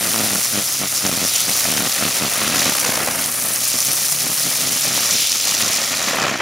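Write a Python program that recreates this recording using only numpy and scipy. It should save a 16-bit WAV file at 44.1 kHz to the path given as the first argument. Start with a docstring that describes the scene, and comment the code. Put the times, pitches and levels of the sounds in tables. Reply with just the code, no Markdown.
"""A ground spinner firework whirls on asphalt outdoors, a couple of metres from a hand-held phone.
Its nozzle jet hisses and crackles, and the whirling tube hums at its turning rate. The charge burns
unevenly, chuffing in bouts of quick gas puffs and letting off sharp pops; three times the nozzle clears
with a swoosh. Near the end the jet loses its edge and turns into a sputtering roar."""
import sys
import numpy as np
from scipy import signal
from scipy.fft import rfft, irfft, next_fast_len
from scipy.io import wavfile
from scipy.ndimage import uniform_filter1d

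SR = 44100
rng = np.random.default_rng(int(sys.argv[2]) if len(sys.argv) > 2 else 0)


def to_wav(sig):
    """Store sig (one row per channel, or 1-D mono) as 16-bit WAV at the path in sys.argv[1].

    Samples outside -1..1 are clipped; the rate is SR.
    """
    pcm = np.clip(np.atleast_2d(sig), -1, 1) * 32767
    pcm = np.round(pcm).astype(np.int16)
    wavfile.write(sys.argv[1], SR, pcm.T)  # frames by channels


N = 282813

# tone colours of the jet's hiss, the flame's roar and a gas puff: frequency_hz, gain_db
HISS_EQ = [(2800, -28.5), (4300, -7.5), (5400, 0.5), (6600, -1), (7400, -4), (8200, -12.5), (10000, -30)]
ROAR_EQ = [(25, -36), (60, -16.5), (120, -8), (230, -0.5), (310, -1), (420, -5), (540, -0.5), (800, -1.5),
           (1400, -0.5), (2300, -1.5), (3200, -9.5), (6000, -39)]
PUFF_EQ = [(25, -41), (60, -17.5), (95, -8.5), (135, -3), (185, 0), (255, 1), (330, -6), (420, -8.5),
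           (700, -7.5), (980, -17.5), (1400, -16), (4000, -32), (12000, -46)]
# bouts of uneven burning: start_s, end_s, surge_db, puff_rate_hz
CHUFF_BOUTS = [(0, 0.111, -33, 95.2), (0.126, 0.387, -29.5, 105), (0.533, 0.617, -28.5, 101.9),
               (.801, 0.855, -28.5, 99), (1.039, 1.096, -29, 95), (1.109, 1.171, -31.5, 87.9),
               (1.184, 1.25, -26, 90.9), (1.471, 1.518, -29.5, 89.88), (1.665, 1.87, -29.5, 75.05),
               (2, 2.089, -28, 73), (2.2, 2.282, -29.5, 76.03), (2.38, 2.721, -31.5, 79.97),
               (2.84, 3.32, -37, 87.1), (3.45, 3.52, -36.5, 94.1), (3.735, 3.771, -36, 98.15),
               (3.879, 3.926, -35, 99.6), (4.139, 4.165, -35.5, 104), (4.221, 4.34, -36.5, 106.1),
               (4.454, 4.485, -28.5, 110.1), (4.595, 4.78, -37.5, 105), (4.86, 5.001, -34.5, 96.9),
               (5.13, 5.156, -28, 90), (5.56, 5.58, -36, 80), (5.611, 5.672, -31.5, 75.1),
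               (5.703, 5.729, -33, 75), (5.909, 5.972, -37, 69.9), (6.05, 6.12, -35.5, 70),
               (6.19, 6.26, -29.5, 70), (6.28, 6.366, -33, 65.1)]
FULL_BOUT_DB = -25  # the surge that counts as a full bout
FULL_SPIN_HZ = 135.4


def undb(db):
    """Decibels to gain."""
    return 10 ** (np.asarray(db) / 20)


def unit(x):
    """Scale to rms 1."""
    return x / np.sqrt(np.mean(x ** 2))


def curves(table):
    """Automation lanes: each column after the first, joined by straight lines in time."""
    times_s, *columns = np.transpose(table)
    return [np.interp(np.arange(N) / SR, times_s, column) for column in columns]


def colour(x, eq):
    """Causal EQ through (frequency_hz, gain_db) points, falling 10 dB an octave beyond both ends."""
    size = 2 * next_fast_len(N // 2 + 4096)
    hz, db = np.transpose(eq)
    octave = np.log2(np.maximum(np.arange(size // 2 + 1) * SR / size, 10))
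    knots = np.log2(hz)
    beyond = abs(octave - np.clip(octave, knots[0], knots[-1]))
    cepstrum = irfft(np.log(undb(np.interp(octave, knots, db) - 10 * beyond)))
    cepstrum[1:size // 2] *= 2  # fold to minimum phase
    cepstrum[size // 2 + 1:] = 0
    return irfft(rfft(x, size) * np.exp(rfft(cepstrum)))[..., :N]


def walk(hz):
    """Random wandering with spread 1, up to about hz changes a second."""
    pole = np.exp(-2 * np.pi * hz / SR)
    return unit(signal.lfilter([1], [1, -2 * pole, pole ** 2], rng.standard_normal(N)))


def decay(kicks, life_s):
    """Each kick dies away exponentially."""
    return signal.lfilter([1], [1, -np.exp(-1 / (life_s * SR))], kicks)


def burning_grains(per_s, spread_db, life_s):
    """Power of burning grains: each flares at a random moment and dies away; mean 1."""
    ignites = rng.random(N) < per_s / SR
    size = undb(spread_db * np.minimum(rng.exponential(size=N), 4))
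    power = decay(ignites * size ** 2, life_s)
    return power / power.mean()


def eddies(drive, eq, graininess):
    """Jet noise of one eddy size, riding the drive with its own flicker and grains; mid and side."""
    grains = burning_grains(per_s=900, spread_db=3.0, life_s=0.00068)
    strength = drive * np.sqrt(1 + graininess * grains) * undb(walk(73))
    return unit(colour(rng.standard_normal((2, N)) * strength, eq))


def jet_hiss(throb, flare, flutter, chuffing, hiss_dip_db=1.95, skirt_lift_db=5):
    """The nozzle jet, rough with burning grains; the hiss dips and dulls in each bout; mid and side."""
    # the jet's level, and its low and high bands against it: time_s, hiss_db, skirt_db, sizzle_db
    jet_levels = [(0, -24.5, -6.5, 1), (0.45, -23.0, -6.5, 0), (0.85, -25.5, -6.5, -1), (1.4, -21, -7, -2),
                  (1.95, -24, -3.5, -0.5), (2.45, -23, -4.5, -2.5), (2.7, -20, -6, -3.5),
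                  (3.05, -26.5, -6, 1.0), (3.5, -27.5, -4.5, 4.0), (3.72, -20.5, -8.5, -1.5),
                  (4.1, -23.5, -6.5, 1.0), (4.75, -22, -5, -2.0), (5.25, -20.5, -5, -4.5),
                  (5.75, -21.5, -4, -4.5), (6.1, -25.5, -2, -6.5), (6.28, -27, -2, -10.5),
                  (6.41, -35, 0, -8.5)]
    # the bands below and above the core of the hiss: frequency_hz, gain_db
    skirt_eq = [(1300, -21), (2300, -2.5), (3000, -1.5), (4000, -0.5), (4700, -2), (6000, -22.5)]
    sizzle_eq = [(6500, -16), (8200, -3), (9400, 0), (10800, 0.5), (12500, -5), (14500, -4.5),
                 (16000, -10.5)]
    hiss_db, skirt_db, sizzle_db = curves(jet_levels)
    drive = throb * np.sqrt(1 + 0.01 * flare / flare.mean()) * undb(0.77 * flutter + 0.36 * walk(7))
    # sparks spit mostly in the treble
    spit = np.sqrt(1 + 0.3 * burning_grains(per_s=700, spread_db=3.5, life_s=0.00078))
    skirt = eddies(drive, skirt_eq, graininess=1.0) * undb(skirt_db + skirt_lift_db * chuffing)
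    core = eddies(drive * spit, HISS_EQ, graininess=0.64)
    sizzle = eddies(drive * spit, sizzle_eq, graininess=0.58) * undb(sizzle_db + 1.47)
    return (skirt + core + sizzle) * undb(hiss_db - hiss_dip_db * chuffing)


def flame_roar(throb, flare, flutter, reflection_gain=0.21):
    """The flame's low turbulence, ragged and full of small shock cracks; each puff adds a spurt."""
    # the flame's swell, rising in the tube's leap near 3 s and as the charge runs out: time_s, level_db
    flame_swell = [(0, -32), (.75, -36.5), (2.1, -31), (2.5, -28), (3.1, -27.5), (3.25, -33.5),
                   (4.3, -35.5), (5.1, -31.5), (5.23, -38.5), (5.6, -30.5), (5.95, -30), (6.1, -25),
                   (6.355, -23), (6.375, -36.5), (6.4, -22)]
    # an early reflection hollows the roar; in the leap its path shortens and a throaty note rises:
    # time_s, delay_ms, note_db
    reflection = [(2.75, 1.56, -51), (2.88, 1.95, -31), (3, 1.58, -36), (3.09, 1.42, -30),
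                  (3.19, 1.42, -38), (3.3, 1.6, -67)]
    (swell_db,) = curves(flame_swell)
    delay_ms, note_db = curves(reflection)
    grains = burning_grains(per_s=150, spread_db=2.5, life_s=0.0039)
    ragged = unit(np.sqrt(0.7 + grains) * throb * undb(0.8 * flutter))
    strength = np.sqrt((ragged * undb(swell_db + 2.5)) ** 2 + undb(-5.5) * flare)
    cracks = (rng.random(N) < 500 / SR) * undb(3.4 * rng.standard_normal(N))
    gas = colour((rng.standard_normal(N) + undb(-7.5) * unit(cracks)) * strength, ROAR_EQ)
    n = np.arange(N)
    hollowed = gas + reflection_gain * np.interp(n - delay_ms * SR / 1000, n, gas)
    note = unit(walk(170) * np.cos(2 * np.pi * np.cumsum(1000 / delay_ms) / SR))
    return unit(hollowed) * np.sqrt(np.mean(strength ** 2)) + note * ragged * undb(note_db)


def puff_train(rate_sag=0.0801):
    """One kick of gas per cycle of the unsteady flame, slowing through each bout, loose in time and size."""
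    # how unevenly the puffs come: time_s, timing_spread_periods, size_spread_db
    puff_scatter = [(1.25, .055, 2.5), (1.7, 0.12, 1), (2.6, 0.201, 2.5)]
    rate_points = []
    for start_s, end_s, _, hz in CHUFF_BOUTS:
        rate_points += [(start_s, hz * (1 + rate_sag)), (end_s, hz * (1 - rate_sag))]
    (rate_hz,) = curves(rate_points)
    timing_spread, size_spread_db = curves(puff_scatter)
    due = np.flatnonzero(np.diff(np.floor(np.cumsum(rate_hz) / SR)))
    timing_draw, size_draw = rng.standard_normal((1000, 2))[:len(due)].T
    onsets = np.clip(due + timing_draw * timing_spread[due] * SR / rate_hz[due], 0, N - 1).astype(int)
    train = np.zeros(N)
    train[onsets] = undb(size_spread_db[due] * size_draw) * np.sqrt(rate_hz.mean() / rate_hz[due])
    return train


def bout_surge(edge_s=0.03, rest_db=-52, stray_db=4.0):
    """The puffs' envelope: it swells into each bout, wavers and sinks; faint strays come between."""
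    gain = undb(rest_db + stray_db * walk(9))
    for start_s, end_s, surge_db, _ in CHUFF_BOUTS:
        gain[int(start_s * SR):int(end_s * SR)] = undb(surge_db)
    edge = int(edge_s * SR)
    return uniform_filter1d(uniform_filter1d(gain, edge), edge) * undb(1.13 * walk(17))


def spin_hum(turn, spin_hz, chuffing, full_spin_db=-44, db_per_octave=15, bout_lift_db=4.5):
    """The jet pushes the air in a circle: a tone at the turning rate, roughened by unsteady thrust."""
    phase = turn + 0.27 * walk(18)
    overtone, undertone = np.sin(2 * phase), np.sin(0.75 * phase)
    tone = np.sin(phase) + undb(-11) * (overtone + undertone)
    level_db = full_spin_db + db_per_octave * np.log2(spin_hz / FULL_SPIN_HZ) + bout_lift_db * chuffing
    return unit(tone * undb(1.6 * walk(18))) * undb(level_db)


def charge_pops(crack_s=0.00055, bark_s=0.0011):
    """Lumps of the charge go off: each a short bright crack, and a bark of gas on top of a low thump."""
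    # each pop's kick, and its low end against that: start_s, kick_db, low_end_db
    pop_cues = [(.143, -9, -4), (.160, -3, -7), (.357, -9.5, 2), (1.065, 1, -11), (1.493, -11, 1),
                (1.777, -9, 3), (2.567, -10, -3), (2.892, -6, 1), (3.085, -9, -2), (3.194, -12, 1),
                (3.243, -11, -18), (4.013, -11, -24), (4.977, -9, 1), (5.647, -9, -6), (6.218, -4, -8),
                (6.332, -14.5, 4)]
    high_kicks, low_kicks = np.zeros((2, N))
    for start_s, kick_db, low_end_db in pop_cues:
        high_kicks[int(start_s * SR)] = undb(kick_db)
        low_kicks[int(start_s * SR)] = undb(kick_db + low_end_db)
    crack = colour(decay(high_kicks, crack_s) * rng.standard_normal(N), HISS_EQ)
    bark = colour(decay(low_kicks, bark_s) * rng.standard_normal(N), ROAR_EQ)
    thump = colour(low_kicks, PUFF_EQ)
    return undb(5.5) * crack + undb(6.5) * bark + undb(20) * thump


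def nozzle_swooshes(high_hz=6300, low_hz=3100, width_hz=770, edge_s=0.015):
    """The nozzle clears after a bout: a broad resonance of the jet swoops down and back up."""
    # moments when the nozzle clears: start_s, length_s, level_db
    swoosh_cues = [(1.255, .235, -27), (5.14, .19, -26), (5.46, .12, -30)]
    gain, centre_hz = np.zeros(N), np.full(N, float(high_hz))
    t = np.arange(N) / SR
    for start_s, length_s, level_db in swoosh_cues:
        arch = np.sin(np.pi * np.clip((t - start_s) / length_s, 0, 1))
        centre_hz -= (high_hz - low_hz) * arch
        gain += undb(level_db) * np.clip(np.minimum(t - start_s, start_s + length_s - t) / edge_s, 0, 1)
    phase = 2 * np.pi * np.cumsum(centre_hz) / SR
    return unit(walk(width_hz) * np.cos(phase) + walk(width_hz) * np.sin(phase)) * gain


def microphone_ports(mid, jet_side):
    """The phone's two ports resonate a little differently, so level and phase part in the treble."""
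    # stereo width of the hiss: frequency_hz, side_gain_db
    side_eq = [(4200, -77), (5800, -24), (7000, -3.5), (8200, -4), (9600, -11), (11000, -13.5),
               (13000, -3.5), (15500, -11)]
    # tilt between the ports: frequency_hz, left_minus_right_db
    port_balance = [(4000, 0), (6400, 0.5), (8000, -3.5), (9800, 4.5), (11500, 1.5), (15000, 0)]
    # phase between the ports: frequency_hz, left_lead_rad
    port_phase = [(6700, 0), (8100, 0.88), (8700, 0.097), (10200, 0), (12200, -0.1), (12800, -1.1),
                  (13600, -.4), (15600, 0)]
    side = colour(jet_side, side_eq)
    hz = np.arange(N // 2 + 1) * SR / N
    balance = undb(np.interp(hz, *np.transpose(port_balance)))
    lead_rad = np.interp(hz, *np.transpose(port_phase))
    half_tilt = np.sqrt(balance) * np.exp(0.5j * lead_rad)
    return np.array([irfft(rfft(mid + side) * half_tilt, N), irfft(rfft(mid - side) / half_tilt, N)])


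def scene():
    """One small tube makes every layer; its spin and uneven burn tie them together."""
    # the tube's whirl, slowing in its leap near 3 s and as the charge runs out: time_s, spin_hz
    spin_curve = [(0, 108), (.7, 134), (1.05, 134), (1.3, 114), (1.45, 122), (1.65, 112), (2, 134),
                  (2.6, 82), (2.92, 52), (3.27, 108), (3.45, 128), (3.7, 125), (4.25, 149), (4.9, 134),
                  (5.3, 92), (5.7, 112), (6.41, 60)]
    (spin_hz,) = curves(spin_curve)
    turn = 2 * np.pi * np.cumsum(spin_hz) / SR
    # the jet sweeps past once a turn; a slower tube throbs deeper
    throb = 1 + 0.14 * FULL_SPIN_HZ / spin_hz * np.cos(turn)
    puffs, surge = puff_train(), bout_surge()
    chuffing = np.minimum(surge / undb(FULL_BOUT_DB), 1)
    chuffs = unit(colour(puffs, PUFF_EQ)) * surge * undb(3.0)
    # every puff drives the flame harder for a few milliseconds
    puff_power = decay(puffs ** 2, life_s=0.0023)
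    flare = puff_power / puff_power.mean() * surge ** 2
    flutter = walk(50)
    hiss, hiss_side = jet_hiss(throb, flare, flutter, chuffing)
    swooshes = nozzle_swooshes() * throb
    roar = flame_roar(throb, flare, flutter)
    hum = spin_hum(turn, spin_hz, chuffing)
    return microphone_ports(hiss + roar + chuffs + hum + charge_pops() + swooshes, hiss_side)


def record(dry, cutoff_hz=15700):
    """The phone clips at full scale and cuts the top."""
    lowpass = signal.ellip(10, 0.2, 80, cutoff_hz, fs=SR, output="sos")
    return signal.sosfilt(lowpass, np.clip(dry, -1, 1))


dry = scene()
out = record(dry)
to_wav(out)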